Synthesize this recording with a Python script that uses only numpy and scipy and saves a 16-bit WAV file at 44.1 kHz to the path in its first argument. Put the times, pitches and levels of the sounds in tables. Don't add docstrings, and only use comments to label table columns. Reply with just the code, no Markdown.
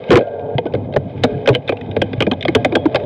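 import sys
import numpy as np
from scipy import signal
from scipy.io import wavfile
from scipy.ndimage import uniform_filter1d

SR = 44100
rng = np.random.default_rng(int(sys.argv[2]) if len(sys.argv) > 2 else 0)


def master(y):
    cut = np.clip(np.atleast_2d(y).T, -1, 1)
    pcm = np.round(cut * 32767)
    wavfile.write(sys.argv[1], SR, pcm.astype(np.int16))


def magnitude_from_level(level_db):
    exponent = np.asarray(level_db, float) / 20
    return 10 ** exponent


N = 134505

# time_s, tyre_bounce_db, frame_hum_db, chain_load_db
RIDE = [(0, -29, -31, -42.5), (.1, -46, -25, -31), (.24, -49.5, -31, -42), (0.502, -38.5, -28, -44.5),
        (.62, -30.5, -28, -45.5), (1.002, -33, -30.5, -44.5), (1.301, -26.5, -32.5, -38),
        (1.501, -36.5, -23.5, -37), (1.6, -38.5, -31.5, -43.5), (1.9, -33, -29.5, -39.5),
        (2.15, -26, -31, -38), (2.37, -34, -30, -41), (2.601, -30, -32.5, -35.5), (3.05, -34, -23, -37.5)]
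# pitch_hz, width_hz, level_db
TYRE_MODES = [(102.5, 19, -5.5), (132, 25, -5.5), (175, 160, -6), (255, 50, -7), (303.5, 89, -10)]
# pitch_hz, width_hz, level_db
FRAME_MODES = [(300, 160, -3.5), (431.5, 90.5, -2.5), (490, 44.6, -6), (576, 172, -2.5), (698, 150, -11),
               (826, 144, -10)]
# pitch_hz, width_hz, level_db
HOUSING_MODES = [(1150, 310, 1.5), (1600, 180, 3), (2105, 320, 4.5), (2485, 180, 4), (3080, 383, 3),
                 (3586, 626, 4), (3769, 624, 3), (4850, 1000, -12)]
# pitch_hz, width_hz, level_db
WHEEL_MODES = [(426.2, 11, -2), (471, 11.2, -2), (572.6, 50, -3), (700, 48, -6), (863, 71, -22.5),
               (1430, 45, -29.5), (1590, 46, -29)]
# start_s, level_db, t60_s, end_s
SINGS = [
    (.2, -22, 5.9, .56),
    (1.267, -19, 0.68, 1.46),
    (2.568, -25.5, 2.1, 3.2),
]
# start_s, level_db, pitch_hz, t60_s
RIM_PARTIALS = [(2.755, -29, 3311, .3), (2.565, -34, 1620, .3), (2.57, -44, 3300, .3),
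                (1.303, -30, 1600, .06), (1.339, -32, 1640, .06), (1.697, -25, 2600, .07),
                (.964, -13, 1440, .035), (2.316, -21, 1600, .06), (.582, -9, 900, .045),
                (.2, -39, 1590, .6), (.24, -43, 1430, .4), (1.236, -7, 2250, .05), (.664, -24, 1500, .06),
                (2.58, -27, 700, .5), (2.78, -27, 710, .5), (2.314, -30, 6400, .03),
                (1.551, -10, 3050, .04), (2.482, -13, 2160, .04)]
# start_s, level_db, pitch_hz
THUDS = [(0.095, -6, 175), (0.137, -0.5, 117.8), (0.3, -22, 470), (0.39, -20, 475), (0.426, -23, 444),
         (1.255, -13, 243), (0.511, -23, 470), (1.976, -14.5, 280), (2.234, -13, 424), (2.495, -14, 289),
         (2.769, -1.5, 329), (0.552, -7, 133), (0.74, -12, 126), (0.973, -10, 137), (1.243, 1.5, 255),
         (1.502, -1.5, 125.4), (1.529, -10, 300), (1.7, -12, 269), (1.97, -7.5, 247.6), (2.179, -10.5, 114),
         (2.211, -9, 193.5), (2.272, -5, 198), (2.276, -7, 322), (2.32, -7, 256), (2.489, -15.5, 180),
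         (2.556, 1, 256), (2.564, -12, 106.8), (2.659, -6.5, 284), (2.952, -17, 117.4)]
# start_s, level_db, pitch_hz
TICKS = [(0.038, -26, 2220), (0.083, -30, 2650), (0.088, -21, 2980), (0.2197, -33, 3690), (0.27, -38, 3000),
         (0.393, -33, 3080), (0.722, -35, 2600), (0.809, -49, 2100), (1.176, -35, 2530), (1.228, -27, 2190),
         (1.376, -33.5, 2360), (1.566, -31, 3000), (0.924, -31, 3100), (1.458, -14, 2150),
         (1.529, -21, 3070), (1.54, -16, 3060), (1.676, -18, 3600), (1.682, -11.5, 2360),
         (1.769, -24.5, 2580), (1.81, -23.5, 1990), (1.841, -43.5, 3270), (1.912, -22, 3080),
         (2.036, -36, 1600), (2.333, -20, 3380), (2.408, -14.5, 3590), (2.425, -11, 3080),
         (2.999, -25.5, 2070), (1.62, -40.5, 2500), (1.861, -38, 3060), (1.892, -42, 3380),
         (2.097, -42, 3270), (2.178, -32, 2500), (2.694, -33, 3420), (2.897, -40, 3150), (3.035, -31, 3300)]
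# start_s, clack_db, frame_db, frame_pitch_hz, frame_t60_s
KNOCKS = [(0.104, -1.5, 4.5, 378.6, 0.12), (.116, 4.5, 4, 427.7, 0.045), (.127, -3, -8.5, 340, 0.062),
          (0.155, 0.5, 6, 371.5, 0.085), (.169, -2, -1, 413, 0.058), (.581, -5.5, -6, 437, 0.021),
          (.737, -21.5, -7.5, 426, 0.061), (.748, -19.5, -24.5, 434, 0.031),
          (0.961, -13.5, 1.5, 490, 0.023), (1.235, 2, -1, 454.3, 0.064), (1.473, -1.5, -1, 489.3, 0.12),
          (1.487, -1, -4.5, 450, 0.086), (1.549, -2, -12.5, 443, 0.04), (1.691, -6, -9, 508, 0.047),
          (1.721, -16.5, -8, 530, 0.02), (1.964, -12.5, -5, 516, 0.015), (2.016, -4, -5, 490, 0.021),
          (2.204, -1, -5, 330.5, 0.027), (2.221, -2.5, -9, 440, 0.019), (2.266, -13, -8.5, 420.5, 0.049),
          (2.313, -5.5, -10, 264, 0.093)]
# start_s, clack_db, frame_db, frame_pitch_hz, frame_t60_s
LATE_KNOCKS = [(0.654, -28, -12.5, 300, 0.03), (.664, -27, -16.5, 355, 0.015),
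               (0.937, -22, -18.5, 528, 0.071), (2.131, -18, -12.5, 400, 0.013),
               (2.450, -6.5, -5, 564, 0.014), (2.481, -5.5, -8.5, 325.6, 0.07),
               (2.549, 4, -2.5, 423.2, 0.066), (2.646, 2, -3, 511, 0.056), (2.722, -16, -12.5, 324.4, 0.12),
               (2.752, 0.5, -4.5, 419, 0.064), (2.854, -15.5, -1.5, 275, 0.054),
               (2.945, -5.5, -4, 546, 0.018), (2.956, -3.5, -8.5, 400.6, 0.039),
               (.142, -14.5, -12.5, 300, 0.058), (0.187, -17, -9, 481, 0.062),
               (.207, -23.5, -12, 464, 0.054)]
CLACK_HZ = [1663, 1374, 1430, 2110, 1600, 3100, 3300, 1460, 1456, 3705, 3010, 1600, 3015, 2360, 2380, 2414,
            3090, 1590, 3030, 2365, 3100, 1600, 1590, 2530, 3430, 3245, 2184, 2506, 2196, 1670, 3296, 1090,
            2495, 1630, 3040, 2140, 1486]


def peaked(x):
    return x / (abs(x).max() + 1e-12)


def evened(x):
    return x / np.sqrt(np.mean(x ** 2) + 1e-20)


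def add(mix, start_s, sound):
    part = mix[max(round(start_s * SR), 0):][:len(sound)]
    part += sound[:len(part)]


def lumps(per_s):
    grid_hz = 400
    count = int(N / SR * grid_hz) + 2
    steps = uniform_filter1d(rng.standard_normal(count), size=max(int(grid_hz / per_s), 1))
    return np.interp(np.arange(N) / SR * grid_hz, np.arange(count), evened(steps))


def ring(x, modes, spread_db=0., steep=True, wander_db=0.):
    out = np.zeros(len(x))
    chance = rng.standard_normal(len(modes))
    for k, (hz, width, db) in enumerate(modes):
        radius = np.exp(-np.pi * width / SR)
        pole = [1, -radius * np.exp(2j * np.pi * hz / SR)]
        y = signal.lfilter([1 - radius], pole, x)
        if steep:
            y = signal.lfilter([1 - radius], pole, y)
        drift = magnitude_from_level(wander_db * lumps(11)) if wander_db else 1
        sign = (-1) ** k
        out += sign * magnitude_from_level(db + spread_db * chance[k]) * drift * y.real / np.sqrt(width)
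    return out


def wind():
    gusts = rng.standard_normal(N) * magnitude_from_level(8.9 * lumps(3.5))
    return magnitude_from_level(-74) * evened(ring(gusts, [(50.3, 45, 0)]))


def trail_hiss(load_db):
    band = evened(ring(rng.standard_normal(N), [(4800, 5700, 0)]))
    return magnitude_from_level(-54 + 0.5 * load_db + 2.8 * lumps(8)) * band


def tyre_bounce(bounce_db):
    shaking = rng.standard_normal(N) * magnitude_from_level(3.5 * lumps(20))
    return evened(ring(shaking, TYRE_MODES)) * magnitude_from_level(bounce_db + 6.0)


def frame_hum(hum_db):
    shaking = rng.standard_normal(N) * magnitude_from_level(0.56 * lumps(50))
    return evened(ring(shaking, FRAME_MODES[1:], spread_db=3)) * 0 + hum_level(shaking, hum_db)


def hum_level(shaking, hum_db):
    return evened(ring(shaking, FRAME_MODES[1:], wander_db=3)) * magnitude_from_level(hum_db - 1.5)


def housing_chatter(load_db):
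    impacts_per_s, grit_t60 = 240, 0.0064
    hits = rng.random(N) < impacts_per_s / SR
    impacts = hits * magnitude_from_level(2 * np.minimum(rng.exponential(1, N), 4))
    decay = magnitude_from_level(-60 * np.arange(800) / SR / grit_t60)
    grit = evened(signal.oaconvolve(impacts, decay)[:N] * rng.standard_normal(N))
    shaking = rng.standard_normal(N) * magnitude_from_level(2.5 * lumps(30)) + magnitude_from_level(-9.5) * grit
    return evened(ring(shaking, HOUSING_MODES, wander_db=0.5)) * magnitude_from_level(load_db - 8.0)


def rolling():
    time_s, *levels = np.transpose(RIDE)
    bounce_db, hum_db, load_db = [np.interp(np.arange(N) / SR, time_s, db) for db in levels]
    ground = tyre_bounce(bounce_db) + frame_hum(hum_db)
    return ground + wind() + trail_hiss(load_db) + housing_chatter(load_db)


def wheel_singing():
    t = np.arange(N) / SR
    level = np.zeros(N)
    for start, db, t60, end in SINGS:
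        gate = np.clip(np.minimum(t - start, end - t) / 0.0062, 0, 1)
        level += magnitude_from_level(db - 60 * np.maximum(t - start, 0) / t60) * gate
    shaking = rng.standard_normal(N) * magnitude_from_level(0.73 * lumps(45))
    return level * evened(ring(shaking, WHEEL_MODES, spread_db=4.2))


def damped_partial(db, hz, t60, rise_s):
    t = np.arange(12000) / SR
    return magnitude_from_level(db - 60 * t / t60) * np.minimum(t / rise_s, 1) * np.sin(2 * np.pi * hz * t)


def rim_partial(db, hz, t60):
    return damped_partial(db, hz, t60, rise_s=0.0066)


def thud(db, hz):
    return damped_partial(db, hz, 17.3 / hz, rise_s=0.0024)


def tick(db, hz):
    t = np.arange(2500) / SR
    burst = rng.standard_normal(len(t)) * magnitude_from_level(-60 * t / 0.022) * np.minimum(t / 0.0013, 1)
    snap = magnitude_from_level(-20.5) * peaked(ring(burst, [(3100, 2100, 0)]))
    body = 1.1 * peaked(ring(burst, HOUSING_MODES[1:], spread_db=3))
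    favoured = peaked(ring(burst, [(hz, 500, 0)]))
    return magnitude_from_level(db) * peaked(body + favoured + snap)


def housing_clack(noise, t, favoured_hz):
    tail = magnitude_from_level(-28.5 - 60 * t / 0.11)
    burst = noise * (magnitude_from_level(-60 * t / 0.024) + tail) * np.minimum(t / 0.0009, 1)
    body = peaked(ring(burst, HOUSING_MODES, spread_db=3.6))
    favoured = magnitude_from_level(-2.5) * peaked(ring(burst, [(favoured_hz, 403, 0)]))
    snap = magnitude_from_level(-14) * peaked(ring(burst, HOUSING_MODES, spread_db=3, steep=False))
    return peaked(body + favoured + snap)


def frame_swing(noise, t, hz, t60):
    u = np.maximum(t - 0.0021, 0)
    decay = magnitude_from_level(-60 * (1.64 * u / t60) ** 2) + magnitude_from_level(-22 - 30 * u / t60)
    shape = np.minimum(u / 0.0021, 1) * decay
    glide = 0.2933 * np.exp(-u / 0.00609)
    sag = np.minimum(5 * u, .4)
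    smooth = uniform_filter1d(uniform_filter1d(noise, size=150), size=150)
    pitch_hz = hz * (1 + glide - sag + .055 * evened(smooth))
    tone = np.sin(2 * np.pi * np.cumsum(pitch_hz) / SR) * shape
    rough = rng.standard_normal(len(t)) * shape
    return tone + peaked(ring(rough, FRAME_MODES, spread_db=5.4))


def knock(clack_db, frame_db, hz, t60, favoured_hz):
    t = np.arange(6000) / SR
    noise = rng.standard_normal(len(t))
    clack = magnitude_from_level(clack_db) * housing_clack(noise, t, favoured_hz)
    return clack + magnitude_from_level(frame_db) * frame_swing(noise, t, hz, t60)


def scene():
    mix = rolling() + wheel_singing()
    for start, *partial in RIM_PARTIALS:
        add(mix, start, rim_partial(*partial))
    for start, *blow in THUDS:
        add(mix, start, thud(*blow))
    for start, *tap in TICKS:
        add(mix, start, tick(*tap))
    for (start, *blow), favoured_hz in zip(list(KNOCKS) + list(LATE_KNOCKS), CLACK_HZ):
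        add(mix, start, knock(*blow, favoured_hz))
    mount = signal.butter(2, 45.4, "high", fs=SR, output="sos")
    return signal.sosfilt(mount, mix)[None]


def band_limit(x):
    return signal.sosfilt(signal.butter(12, 16340, fs=SR, output="sos"), x)


def record(dry):
    ceiling, knee = .57, 20
    flat = dry / (1 + abs(dry / ceiling) ** knee) ** (1 / knee)
    flat = signal.lfilter(*signal.butter(1, 3600, fs=SR), flat)
    flat = signal.lfilter(*signal.butter(1, 25, "high", fs=SR), flat)
    return band_limit(flat)


dry = scene()
out = record(dry)
master(out)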